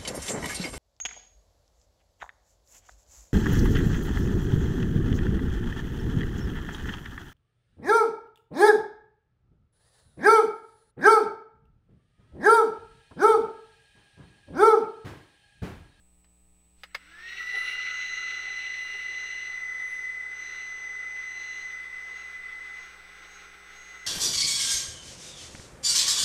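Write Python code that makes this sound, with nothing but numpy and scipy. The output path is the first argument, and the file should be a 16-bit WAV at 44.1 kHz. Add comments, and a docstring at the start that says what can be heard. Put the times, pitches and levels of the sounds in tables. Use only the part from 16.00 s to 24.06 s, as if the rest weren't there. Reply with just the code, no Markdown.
"""A heat gun over a piece of shrink tubing, heard close up at a workbench through one microphone.
At first there is only mains hum, hiss and a thin, chopped electronic whine. A light tap, a rustle on the
grip, then the slide switch clicks twice just before 1 s. The five-bladed fan spins up to a 2 kHz whistle
with fainter shaft orders, over the rush of the air. The overtones swell as the hand rocks the gun
and, from 5.4 s, grow fainter as it is turned away from the microphone."""
import sys
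import numpy as np
from scipy import signal
from scipy.fft import rfft, irfft
from scipy.io import wavfile
from scipy.ndimage import uniform_filter1d

SR = 44100
rng = np.random.default_rng(int(sys.argv[2]) if len(sys.argv) > 2 else 0)


def unload_wav(signal):
    """Save mono or channel-first audio to the path in sys.argv[1] as 16-bit WAV at rate SR, clipped to [-1, 1]."""
    wavfile.write(
        sys.argv[1],
        SR,
        np.round(np.clip(np.atleast_2d(signal).T, -1, 1) * 32767).astype(np.int16),
    )


N = 355622
TIME = np.arange(N) / SR
FREQ = np.maximum(np.arange(N // 2 + 1) * SR / N, 1)
MAINS_HZ, ZERO_CROSSING_S = 60, .787


# The blade whistle, close to the gun. Each row: time in seconds, base level in dB.
WHISTLE = [(1.3, -36.5), (1.37, -39.5), (1.41, -33), (1.43, -37), (1.56, -29.5), (1.73, -34.5),
           (3.52, -35.5), (3.88, -32.5), (4.36, -37.5), (4.74, -38.5), (5.04, -36), (6.36, -40.5),
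           (6.77, -40), (6.92, -53), (7.62, -55), (8.05, -45.5)]
# Its second and third harmonics leave the gun in beams. Each gives: base level in dB with the nozzle
# down, loss in dB with it up, loss in dB once turned away, breadth of the beam as an exponent.
SECOND_BEAM = (-48, 40.5, 15, 1.5)
THIRD_BEAM = (-53, 17, 14.5, 4)

def fan(turns, spin_db, blades=5):
    """The passing blades whistle with two overtones, each tone on a skirt of turbulence."""
    running_db, = curves(WHISTLE)
    swirl_db, = curves(SWIRL)
    whistle_db = running_db + catch_db(spin_db) + .23 * wander(2.3)
    second_db = add_levels(swirl_db - 2, beam(*SECOND_BEAM)) + 3.5 * spin_db  # swirl feeds this one
    third_db = beam(*THIRD_BEAM) + 3.2 * spin_db
    up_to_speed = ramp(1.12, .12)
    passes = blades * turns
    whistle = tone(passes, whistle_db - .8 + .5 * wander(39))
    whistle += eddies(.984 * passes, 62, whistle_db - 8)  # these eddies lag behind the blades
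    second = tone(2 * passes, second_db - 5 + 2.4 * wander(4.7)) * up_to_speed
    second += eddies(2 * passes, 110, second_db - 8.5)
    third = tone(3 * passes, third_db + 1.3 * wander(5.3)) * up_to_speed
    third += eddies(3 * passes, 190, third_db - 10)
    ripple = 2 * MAINS_HZ * TIME  # rectified mains ripples the torque and adds side tones
    side_tones = tone(passes + ripple, whistle_db - 27) + tone(3 * passes + ripple, third_db - 16)
    return (whistle + second + third + side_tones) * ramp(.96, .055)


def eddies(cycles, width_hz, db):
    """Blades cutting through eddies: a tone smeared into a narrow hump."""
    phase = 2 * np.pi * cycles
    return (wander(width_hz) * np.sin(phase) + wander(width_hz) * np.cos(phase)) * undb(db)


def catch_db(spin_db, threshold_db=-.38, db_per_db=4.6):
    """A whistle only catches near full speed: below a threshold of flow its level falls steeply."""
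    return db_per_db * np.minimum(spin_db - threshold_db, 0)


def shaft_hz(start_s=.855, spin_up_s=.154, running_hz=401.8, creep_hz_per_s=.44):
    """Turns per second: the motor closes in on its running speed, then creeps up slowly."""
    age = np.maximum(TIME - start_s, 0)
    return (running_hz + creep_hz_per_s * age) * (1 - np.exp(-age / spin_up_s))


# The hand rocks the gun over the bench about once a second.
# Each row: time in seconds, tilt from about 0 (nozzle up) to about 1 (nozzle down).
ROCKING = [(1.3, .25), (1.62, 0.46), (1.78, 0.24), (1.95, 1.1), (2.48, 0.86), (2.98, .35), (3.22, 0.93),
           (3.65, .3), (3.92, 0.53), (4.15, 0.12), (4.27, 0.0091), (4.44, 0.78), (4.66, 0.7), (4.88, 0.33),
           (5.17, 0.34), (5.42, 0.88), (5.62, 0.96), (5.82, .12), (5.95, 0.2), (6.19, 0.98), (6.48, 0.15),
           (6.84, 0.88), (7.05, 0.16), (7.36, 1.0), (7.58, 0.27), (7.78, 0.97), (8.05, 0.92)]

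def beam(db, tilt_loss_db, turn_loss_db, breadth, turn_s=5.41, turn_takes_s=1):
    """Level of a beamed sound at the microphone as the gun is rocked and turned away."""
    tilt, = curves(ROCKING)
    off_axis = np.maximum(1 - tilt, 0)
    return db - tilt_loss_db * off_axis ** breadth - turn_loss_db * ramp(turn_s, turn_takes_s)


# Strong swirl at the intake in the first seconds. Each row: time in seconds, base level in dB.
SWIRL = [(1.17, -65), (1.28, -46), (1.42, -47.5), (1.72, -41.5), (2.1, -46.5), (2.85, -48.5), (3.3, -51),
         (3.55, -55.5), (3.72, -70)]
# The draught drawn in at the back of the gun, with the same four values as SECOND_BEAM.
INTAKE_BEAM = (-55, 20.5, 8.5, 1.4)

def intake_db(spin_db):
    """Level of the air at the intake: the early swirl plus the beamed draught."""
    swirl_db, = curves(SWIRL)
    return add_levels(swirl_db, beam(*INTAKE_BEAM) + spin_db)


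# The motor's steady tones. Each row: multiple of the shaft speed, level in dB at full speed.
MOTOR_ORDERS = [(2, -71.5), (4, -67), (6, -65), (7, -77.5), (9, -74.5), (11, -78), (13, -78), (14, -78.5),
                (27, -102), (33, -92.5), (34, -92.5), (35, -86.5), (36, -92.5), (37, -87)]
# Tones that swell with the intake air. Each row: multiple of the shaft speed, dB relative to that air.
INTAKE_ORDERS = [(4, -19), (6, -13), (7, -3), (9, -24), (11, -30), (13, -31), (14, -22)]
# The high whine beamed from the vents, with the same four values as SECOND_BEAM.
VENT_BEAM = (-55, 28, -0.5, 0.6)

def motor(turns, spin_db, vent_order=16):
    """Shaft orders from imbalance, uneven blades and the commutator; high ones sing near full speed."""
    imbalance = tone(turns, -70 + spin_db / 4 + 1.5 * wander(11)) * ramp(.96, .1)
    speed_db = 2 * spin_db
    steady = sum(tone(k * turns, db + speed_db + 2.3 * wander(8)) for k, db in MOTOR_ORDERS)
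    air_db = intake_db(spin_db) + speed_db
    swelling = sum(tone(k * turns, db + air_db + 1.9 * wander(4.2)) for k, db in INTAKE_ORDERS)
    vent_db = beam(*VENT_BEAM) + speed_db
    whine = tone(vent_order * turns, vent_db + 1.4 * wander(45))
    whine += tone((vent_order + 1) * turns, vent_db - 18.5 + 2.2 * wander(8))
    return imbalance + steady + swelling + whine


def whirr(turns, at_s=1.31, width_s=.063, top_lag_s=.093):
    """As the motor pulls up to speed, middle and then top shaft orders rasp, in a brief bright hiss."""
    middle = sum(tone(k * turns, -62 + 3 * wander(20)) for k in (6, 7, 9, 10, 11))
    top = sum(tone(k * turns, -81 + 5 * wander(30)) for k in (25, 30, 33, 37, 40))
    hiss = noise(resonances([(4650, 2700, -94)])) * swell(1.6, .24) * ramp(1.1, .13)
    return middle * swell(at_s, width_s) + top * swell(at_s + top_lag_s, width_s / 2) + hiss


# Thin high tones at the microphone. 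Each row: time in seconds, base level in dB.
TREBLE_LEVEL = [(1.25, -88), (1.49, -74), (1.57, -56), (1.74, -63), (1.78, -77), (2.1, -89), (2.75, -80.5),
                (2.8, -69), (3.24, -84), (3.6, -79.5), (3.92, -67), (4.22, -83), (8.05, -79)]
# Their pitches. Each row: frequency as a multiple of the shaft speed, dB relative to that level.
TREBLE_TONES = [(24, -18.5), (25, -3), (26, -14.5), (30, -18), (34, -17.5), (37, -15.5), (39, -16.5)]

def treble_flare(turns, spin_db, peak_s=1.47, peak_db=-110.5, rise_db_per_s=49, fall_db_per_s=30):
    """Thin high tones and a pulsing sizzle, flaring briefly when the gun is loudest,
    perhaps overloading the microphone."""
    age = TIME - peak_s
    burst_db = peak_db + np.minimum(rise_db_per_s * age, -fall_db_per_s * age)
    trace_db = intake_db(spin_db) - 72.5  # the sizzle dies back to a trace that follows the intake air
    sizzle_db = add_levels(burst_db + 2.5 * wander(12), trace_db)
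    tones_db = curves(TREBLE_LEVEL)[0] + catch_db(spin_db)
    tones = sum(tone(k * turns, db + tones_db + 2 * wander(14)) for k, db in TREBLE_TONES)
    colour = resonances([(8150, 1800, 1), (10000, 800, 0), (11900, 2000, .5), (15000, 2600, 1.5)])
    sizzle = noise(colour) * (1 + .7 * np.cos(2 * np.pi * turns))
    return tones + sizzle * undb(sizzle_db + spin_db + 1.8 * wander(60))


# The air jet leaving the nozzle. Each row: frequency in Hz, level in dB per Hz at full speed.
JET = [(100, -112), (280, -108), (900, -105), (1250, -87), (1700, -85.5), (2000, -84), (2300, -85),
       (2700, -93), (3200, -95), (3500, -90.5), (4400, -101), (5100, -102), (5700, -99.5), (6400, -104),
       (7100, -117), (15000, -120)]
# Resonances of barrel and bench. Each row: centre in Hz, width in Hz, dB per Hz relative to the rush.
BARREL_MODES = [(346, 108, -29), (493, 157, -28), (730, 122, -27.5), (862, 66, -26.5), (1069, 108, -24.5),
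                (2970, 43, -27.5), (4880, 340, -37)]
# The hollow roar of the nozzle. Each row: time in seconds, base level in dB.
ROAR = [(1.28, -59), (1.41, -45.5), (1.5, -56), (1.58, -43.5), (1.9, -44.5), (2.08, -55.5), (2.19, -46.5),
        (2.65, -58.5), (3.05, -56.5), (8.05, -57)]
# Resonances of the nozzle. Each row: centre in Hz, width in Hz, dB per Hz relative to the roar.
NOZZLE_MODES = [(1329.4, 92, -21), (1460, 146, -22)]

def air_jet(spin_db, rush_db=-62.5):
    """The jet grows with fan speed, rings barrel and bench as it strikes the work, and roars."""
    roar_db, = curves(ROAR)
    jet = noise(slope(JET)) * undb(spin_db + 1.4 * wander(14))
    puffing_db = 1.2 * wander(11)
    rush = noise(resonances(BARREL_MODES)) * undb(rush_db + 1.8 * spin_db + puffing_db)
    roar = noise(resonances(NOZZLE_MODES)) * undb(roar_db - 1.5 + .5 * spin_db + 1.7 * wander(12))
    return jet + rush + roar


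# Resonances of the fan housing. Each row: centre in Hz, width in Hz, dB per Hz relative to the intake.
HOUSING_MODES = [(2033, 148, -21.5), (2284, 73, -26), (2704, 450, -28.5), (2947, 220, -33),
                 (3450, 220, -36.5), (3840, 280, -35.5), (4200, 290, -35), (5680, 450, -38.5),
                 (6460, 450, -50.5)]

def housing(spin_db):
    """Air swirling in at the intake rings the fan housing."""
    level_db = intake_db(spin_db) + spin_db / 4 + 1.7 * wander(45)
    ring = noise(resonances(HOUSING_MODES)) * undb(level_db + 2 * wander(9))
    hollow = 1 - resonances([(5000, 550, -2)])  # a dip between the upper resonances
    return irfft(rfft(ring) * hollow, N)


# Puffs of air over the bench. Each row: peak time in seconds, width in seconds, level in dB per Hz.
PUFFS = [(1.566, 0.021, -74.5), (1.695, 0.0066, -83), (2.473, .03, -82), (2.952, 0.012, -81.5),
         (3.112, 0.014, -86)]

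def puffs():
    """Short low puffs of air as the gun swings round."""
    envelope = sum(undb(db) * swell(s, width_s) for s, width_s, db in PUFFS)
    return noise(resonances([(428, 130, 0), (787, 130, .0051)])) * envelope


# A light tap, then the switch passes two detents and snaps home, the last two knocks heard as one.
# Each row: start in seconds, level in dB, time in seconds to ring down by 60 dB.
CLICKS = [(0.244, -59.5, 0.046), (0.834, -34, 0.05), (0.9454, -37.5, 0.072), (0.949, -28.5, 0.035)]
# Resonances of the gun's plastic shell. Each row: centre in Hz, width in Hz, relative level in dB.
SHELL_MODES = [(536, 250, -7), (800, 290, -7.5), (1035, 160, -2.5), (1300, 140, 0), (1780, 690, 2.5),
               (2150, 120, 5), (2580, 150, -1), (2890, 430, -2.5), (3400, 1400, -8.5), (4160, 620, -9),
               (4900, 440, -5.5), (6300, 1100, -18.5), (11000, 9200, -28)]

def clicks(contact_s=.00032, tail_db=-25, tail_t60=.2, low_hz=430):
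    """Each knock rattles the plastic shell and leaves a faint tail in the room."""
    ring = noise(resonances(SHELL_MODES))
    envelope = 0
    for s, db, t60 in CLICKS:
        age = np.maximum(TIME - s, 0)
        contact = 1 - np.exp(-age / contact_s)
        decay = undb(-60 * age / t60) + undb(tail_db - 60 * age / tail_t60)
        envelope += contact * undb(db) * decay
    low_cut = signal.butter(4, low_hz, "high", fs=SR, output="sos")  # a small shell radiates no bass
    return signal.sosfilt(low_cut, ring / ring.std() * envelope)


def slider(chirp_s=.914, chirp_hz=1820, chirp_db=-67):
    """The hand rustles on the grip, the switch scrapes, and a faint chirp rises between its clicks."""
    rustle = noise(resonances([(2600, 1700, -114)])) * swell(.67, .08)
    scrape = noise(resonances([(2700, 5100, -106), (4500, 1500, -112)])) * swell(.812, .027)
    glide = np.clip((TIME - chirp_s) / .11, -.2, .2)
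    hz = chirp_hz * (1 + glide + .02 * wander(200))
    chirp = tone(np.cumsum(hz) / SR, chirp_db) * swell(chirp_s, .009)
    return rustle + scrape + chirp


def electrics(whine_hz=7983, whine_db=-66.5, gap_share=.38, buzz_db=-115):
    """A thin whine drops out, and a faint buzz pulses, at every zero crossing of the mains."""
    half_cycles = 2 * MAINS_HZ * (TIME - ZERO_CROSSING_S)
    on = abs(half_cycles - np.round(half_cycles)) > gap_share / 2
    whine = tone(whine_hz * TIME, whine_db) * uniform_filter1d(on * 1., size=10)
    # smeared spikes of alternating sign carry the hum's odd harmonics into the treble
    spikes = np.diff(np.floor(half_cycles) % 2, prepend=0)
    smear = rng.standard_normal(N) * np.exp(-TIME / .0022)
    buzz = signal.fftconvolve(spikes, smear)[:N]
    colour = resonances([(2470, 1700, buzz_db), (8000, 2100, buzz_db - 5.5)])
    return whine + irfft(rfft(buzz / buzz.std()) * colour, N) * np.sqrt(SR / 2)


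# Mains hum at the bench. Each row: frequency in Hz, level in dB.
HUM = [(60, -66), (180, -72), (300, -80), (420, -84), (540, -88.5), (660, -87), (780, -87), (900, -89),
       (1020, -93), (1140, -94), (1260, -90)]

def mains_hum():
    """Odd harmonics of the mains, lined up into a sharp step at each zero crossing."""
    phase_per_hz = 2 * np.pi * (TIME - ZERO_CROSSING_S)
    return sum(-np.sqrt(2) * undb(db) * np.sin(hz * phase_per_hz) for hz, db in HUM)


# The noise floor at the microphone. Each row: frequency in Hz, level in dB per Hz.
HISS = [(8, -77), (25, -102.5), (45, -95), (80, -95), (150, -103), (400, -113), (1200, -118), (2500, -117),
        (5000, -121), (10000, -122), (14000, -123), (15600, -115)]

def background_hiss():
    """A steady hiss, strongest in the bass, lies under everything."""
    return noise(slope(HISS))


def undb(db):
    """Decibels to gain."""
    return 10 ** (np.asarray(db) / 20)


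def add_levels(a_db, b_db):
    """The level of two unrelated sounds together."""
    return 10 * np.log10(undb(a_db) ** 2 + undb(b_db) ** 2)


def curves(table):
    """The value columns of a table of (s, value, ..) rows, sample by sample."""
    s, *columns = np.transpose(table)
    return [np.interp(TIME, s, column) for column in columns]


def ramp(start_s, length_s):
    """A straight rise from 0 to 1."""
    return np.clip((TIME - start_s) / length_s, 0, 1)


def swell(peak_s, width_s):
    """A bell-shaped envelope."""
    return np.exp(-((TIME - peak_s) / width_s) ** 2 / 2)


def slope(points):
    """Gain per frequency through (Hz, dB) points."""
    hz, db = np.transpose(points)
    return undb(np.interp(np.log(FREQ), np.log(hz), db))


def resonances(modes):
    """Gain per frequency of steep-sided (Hz, width in Hz, dB) resonances."""
    gains = (undb(db) / (1 + ((FREQ ** 2 - hz ** 2) / (FREQ * width)) ** 2) for hz, width, db in modes)
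    return np.sqrt(sum(gain ** 2 for gain in gains))


def noise(gain):
    """Noise with the given density per root Hz."""
    return irfft(rfft(rng.standard_normal(N)) * gain, N) * np.sqrt(SR / 2)


def wander(rate_hz):
    """Random motion up to about rate_hz, spread 1."""
    motion = noise(1 / (1 + (FREQ / rate_hz) ** 2))
    return motion / motion.std()


def tone(cycles, db):
    """A sine that follows a count of cycles, at an rms level."""
    return np.sqrt(2) * undb(db) * np.sin(2 * np.pi * (cycles + rng.random()))


def scene():
    """One shaft drives fan, motor and air; switch and background join them at the microphone."""
    hz = shaft_hz()
    speed = hz / hz.max()
    shudder = .00035 + .024 * (1 - speed)  # the shaft shudders while it gathers speed
    turns = np.cumsum(hz * (1 + shudder * wander(11.6))) / SR
    spin_db = 55 * np.log10(np.maximum(speed, 1e-3))  # flow noise rises steeply with speed
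    machine = fan(turns, spin_db) + motor(turns, spin_db) + whirr(turns)
    treble = treble_flare(turns, spin_db)
    air = air_jet(spin_db) + housing(spin_db) + puffs()
    switch = slider() + clicks()
    background = electrics() + mains_hum() + background_hiss()
    return (machine + treble + air + switch + background)[None]


def record(dry, top_hz=15750):
    """The mono recorder cuts the top steeply."""
    return signal.sosfilt(signal.ellip(12, .2, 80, top_hz, fs=SR, output="sos"), dry)


dry = scene()
out = record(dry)
unload_wav(out)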